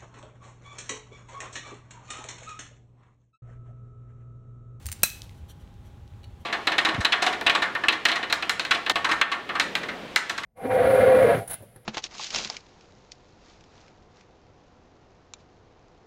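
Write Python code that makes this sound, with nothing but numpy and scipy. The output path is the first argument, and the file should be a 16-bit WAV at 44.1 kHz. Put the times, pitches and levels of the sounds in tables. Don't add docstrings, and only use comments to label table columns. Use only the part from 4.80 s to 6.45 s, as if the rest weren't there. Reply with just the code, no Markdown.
import sys
import numpy as np
from scipy import signal
from scipy.fft import rfft, irfft
from scipy.io import wavfile
from scipy.ndimage import map_coordinates

SR = 44100
rng = np.random.default_rng(int(sys.argv[2]) if len(sys.argv) > 2 else 0)


def unload_wav(signal):
    wavfile.write(
        sys.argv[1],
        SR,
        np.round(np.clip(np.atleast_2d(signal).T, -1, 1) * 32767).astype(np.int16),
    )


N = 72765
SNAP_S, POP_AFTER_S = .2331, .0024

# (frequency [Hz], relative level [dB])
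METAL_TICK_SPECTRUM = [(300, -30.5), (1100, -13), (1900, -1), (3000, -3.5), (4700, -2), (7000, 0.5),
                       (9000, 1.5), (13000, -2.5), (16000, -1)]


def snap():
    # (frequency [Hz], relative level [dB])
    spike_spectrum = [(3000, -17), (7000, -9.5), (9500, -9), (12500, 1), (16000, -4.5)]
    crack_spectrum = [(150, -9.5), (400, -10), (600, -0.5), (850, -8), (1400, -1), (1950, -6), (3300, -8.5),
                      (5000, -9), (5900, 2), (6900, -1), (8000, 0.5), (10000, -4), (12500, 0.5),
                      (16000, -4.5)]
    # (frequency [Hz], level [dB], T60 [s])
    wall_modes = [(2530, -39, 0.37), (2562, -40.5, .4), (2600, -38, .34), (3950, -46, 0.39),
                  (4005, -48, .38), (4035, -48, .35), (4270, -50, 0.45), (5920, -46, .36), (6003, -47, .38),
                  (8016, -47, .3), (8590, -45.5, .29)]
    body_modes = [(160, -24, .03), (265.8, -28, .02), (580, -30, .016)]
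    spike = amp(-6.5) * burst(spike_spectrum, SNAP_S, t60=.01)
    crack = amp(-8.5) * burst(crack_spectrum, SNAP_S, t60=.022)
    return spike + crack + ring(wall_modes, SNAP_S + POP_AFTER_S) + ring(body_modes, SNAP_S)


def pop():
    # (frequency [Hz], relative level [dB], T60 [s])
    lid_modes = [(1373, -12, .022), (1650, -11, 0.025), (2336, -4.5, 0.019), (2600, 0.5, .03),
                 (4017, -6, 0.06), (5480, -9, 0.039), (5635, -11, 0.038), (6360, -13, .04),
                 (6580, -21, 0.13), (7800, -11.5, 0.031), (8430, -10, 0.027), (8710, 2, 0.027),
                 (11100, -13.5, 0.033), (12600, -12, .025), (13230, -17.5, .03)]
    return amp(-13.5) * ring(lid_modes, SNAP_S + POP_AFTER_S, rise_s=.00068)


def strain():
    # (time [s], level [dB], ring trim [dB], crack tilt [dB/octave])
    slips = [(0.0579, -30.5, -22, -.5), (.0656, -27, 0.5, 1), (0.087, -35, -9, -3),
             (0.0969, -42.5, 0.5, -4.5), (0.1169, -26, -0.5, -1), (.1258, -27, 1.5, -1)]
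    # (frequency [Hz], relative level [dB], T60 [s])
    taut_modes = [(4447, -10.5, .04), (5930, -13.5, .08), (7313, -3, .045), (8690, 1, .045),
                  (11060, -9, .04), (12620, -10.5, .04), (15540, -3, .035)]
    sound = np.zeros(N)
    for s, db, ring_db, tilt in slips:
        crack = burst(METAL_TICK_SPECTRUM, s, t60=.013, db_per_octave=tilt, passes=1)
        sound += amp(db) * (crack + amp(ring_db - 9.5) * ring(taut_modes, s))
    return sound


def tap():
    # (frequency [Hz], level [dB], T60 [s])
    tap_modes = [(1250, -39, .02), (2780, -34.5, 0.013), (4000, -41.5, .015), (6350, -38.5, 0.02)]
    return ring(tap_modes, s=.0877)


def ticks():
    # (time [s], level [dB], centre frequency [Hz])
    contacts = [(0.2207, -44, 3500), (0.2308, -33.5, 14100), (.3015, -31.5, 5000), (0.4188, -29.5, 4550),
                (0.4945, -42.5, 3000), (.5235, -54, 3000), (.876, -55.5, 3000), (0.9406, -58, 5000),
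                (1.278, -53, 4200), (1.337, -56.5, 2800)]
    # (frequency [multiple of the centre], relative level [dB])
    shape = [(.3, -44.5), (.55, -20), (.68, 1), (1.35, -2), (1.65, -13), (2.1, -11), (2.6, -24)]
    return sum(amp(db) * burst([(hz * k, level) for k, level in shape], s, t60=.0072, passes=4)
               for s, db, hz in contacts)


def clinks():
    # (time [s], level [dB])
    contacts = [(1.4324, -52.5), (1.4415, -47), (1.4462, -52.5)]
    # (frequency [Hz], relative level [dB], T60 [s])
    part_modes = [(2320, -8.5, .03), (2903, -1.5, 0.034), (3960, -3, 0.036), (4394, -9, 0.11),
                  (5770, -17, .04)]
    sound = np.zeros(N)
    for s, db in contacts:
        ringing = ring(part_modes, s)
        click = amp(-6.5) * burst(METAL_TICK_SPECTRUM, s, t60=.02, db_per_octave=-4.5)
        sound += amp(db) * (ringing + click)
    return sound


def friction():
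    # (peak time [s], width [s], level [dB])
    strokes = [(.44, .01, -58), (.58, .018, -67), (.705, 0.012, -52.5), (.815, .014, -67),
               (1.068, .014, -66), (1.615, 0.012, -66.5)]
    # (frequency [Hz], relative level [dB])
    brush_spectrum = [(1000, -4.5), (2600, -12), (3150, 8), (3800, -5.5), (4350, 3), (5000, -21),
                      (5850, 3.5), (6500, -11), (7100, -3.5), (7800, -7.5), (12500, -4.5), (16000, -15)]
    finger_spectrum = [(120, -1.5), (300, 14), (600, -2), (1500, 3.5), (5000, 0.5), (9000, -2.5),
                       (16000, -9.5)]
    brushes = noise(brush_spectrum) * sum(amp(db) * swell(s, width) for s, width, db in strokes)
    hold_s, fade_s = .38, .13
    grip = np.exp(-np.maximum(clock() - hold_s, 0) / fade_s)
    rustle = amp(-58 + 2.2 * wobble(140)) * grip * noise(finger_spectrum)
    return brushes + rustle


def bumps():
    # (peak time [s], width [s], level [dB], frequency [Hz])
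    packets = [(0.069, 0.012, -30, 74.3), (0.109, 0.012, -32.5, 87.4), (.625, 0.027, -39, 77),
               (.782, 0.0065, -44, 162), (1.351, 0.014, -35.5, 94.4)]
    return sum(amp(db) * swell(s, width) * np.sin(2 * np.pi * hz * (clock() - s))
               for s, width, db, hz in packets)


def porch(sound):
    # (frequency [Hz], T60 [s])
    tail_t60 = [(150, .15), (700, .28), (2500, 0.42), (6000, .4), (10000, .36), (16000, .3)]
    # (frequency [Hz], relative level [dB])
    echo_spectrum = [(150, -20.5), (600, -12.5), (1500, 0), (3000, 3), (4500, 1), (6000, -1.5),
                     (9000, -1.5), (12000, -4), (16000, -6)]
    early_t60, delay_s = .14, .009
    hz, t, grains = signal.stft(rng.standard_normal((2, SR // 2)), SR, nperseg=256)
    t60s = np.array([along(tail_t60, hz), np.full(len(hz), early_t60)])
    fading = grains * np.exp(-np.log(1000) * t / t60s[:, :, None])
    uncoloured_norm = np.linalg.norm(signal.istft(fading, SR)[1], axis=1, keepdims=True)
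    coloured = fading * amp(along(echo_spectrum, hz))[:, None]
    late, early = signal.istft(coloured, SR)[1] / uncoloured_norm
    response = np.pad(amp(-11) * (late + early), (int(delay_s * SR), 0))
    return signal.fftconvolve(sound, response)[:N]


def hum():
    # (frequency [Hz], rms level [dB])
    tones = [(101.7, -55.5), (819.4, -68.5), (360.8, -71.5)]
    return sum(amp(db) * np.sqrt(2) * np.sin(2 * np.pi * hz * clock() + .6 * wobble(9))
               for hz, db in tones)


def night():
    # (frequency [Hz], relative level [dB])
    rumble_spectrum = [(15, -32.5), (25, -16.5), (40, -4.5), (55, -2), (80, -1), (105, -2), (135, -9),
                       (250, -18), (400, -34), (800, -60.5)]
    air_spectrum = [(100, -2), (300, 1.5), (450, 0.5), (800, -4), (1100, -5.5), (2000, -12.5), (3700, -14),
                    (4800, -21.5), (7000, -22.5), (10000, -29.5), (16000, -34)]
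    rumble = amp(-47) * noise(rumble_spectrum)
    air = amp(-60 + .6 * wobble(9.5)) * noise(air_spectrum)
    return rumble + air


def ring(modes, s, rise_s=1 / SR):
    t = clock() - s
    return sum(amp(db + rng.normal(0, 1)) * decay(s, t60, rise_s) * np.sin(2 * np.pi * hz * t) * (-1)**k
               for k, (hz, db, t60) in enumerate(modes))


def burst(spectrum, s, t60, db_per_octave=0, passes=8):
    t, hz = np.arange(4096) / SR, np.fft.rfftfreq(4096, 1 / SR)
    octaves_above_1khz = np.log2(np.maximum(hz, 1000) / 1000)
    gain = amp(along(spectrum, hz) + db_per_octave * octaves_above_1khz)
    envelope = np.exp(-np.log(1000) * t / t60)
    crack = envelope * rng.standard_normal(len(t))
    for _ in range(passes):
        phase = np.angle(rfft(crack))
        crack = irfft(gain * np.exp(1j * phase)) * np.minimum(1, 10 * envelope)
    crack *= np.linalg.norm(envelope) / np.linalg.norm(crack)
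    return np.pad(crack, (int(s * SR), N))[:N]


def noise(spectrum):
    gain = amp(along(spectrum, np.fft.rfftfreq(N, 1 / SR)))
    coloured = irfft(rfft(rng.standard_normal(N)) * gain, N)
    return coloured / np.sqrt(np.mean(coloured ** 2) + 1e-20)


def decay(s, t60, rise_s):
    t = np.maximum(clock() - s, 0)
    return (1 - np.exp(-t / rise_s)) * np.exp(-np.log(1000) * t / t60)


def swell(s, width):
    return np.exp(-.5 * ((clock() - s) / width) ** 2)


def wobble(rate):
    return map_coordinates(rng.standard_normal(256), [clock() * rate], mode="wrap")


def along(points, hz):
    frequencies, values = np.transpose(points)
    return np.interp(np.log(hz + 1e-9), np.log(frequencies), values)


def amp(db):
    return 10 ** (np.asarray(db) / 20)


def clock():
    return np.arange(N) / SR


def scene():
    crack, lid, slips = snap(), pop(), strain()
    handling = tap() + ticks() + clinks() + friction()
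    echo = porch(crack + amp(-9) * lid + amp(-4) * slips + amp(-5.5) * handling)
    return (crack + lid + slips + handling + bumps() + echo + hum() + night())[None]


def record(dry):
    cutoff_hz = 15850
    hz = np.fft.rfftfreq(2 * N, 1 / SR)
    return irfft(rfft(dry, 2 * N) / np.sqrt(1 + (hz / cutoff_hz) ** 200), 2 * N)[:, :N]


dry = scene()
out = record(dry)
unload_wav(out)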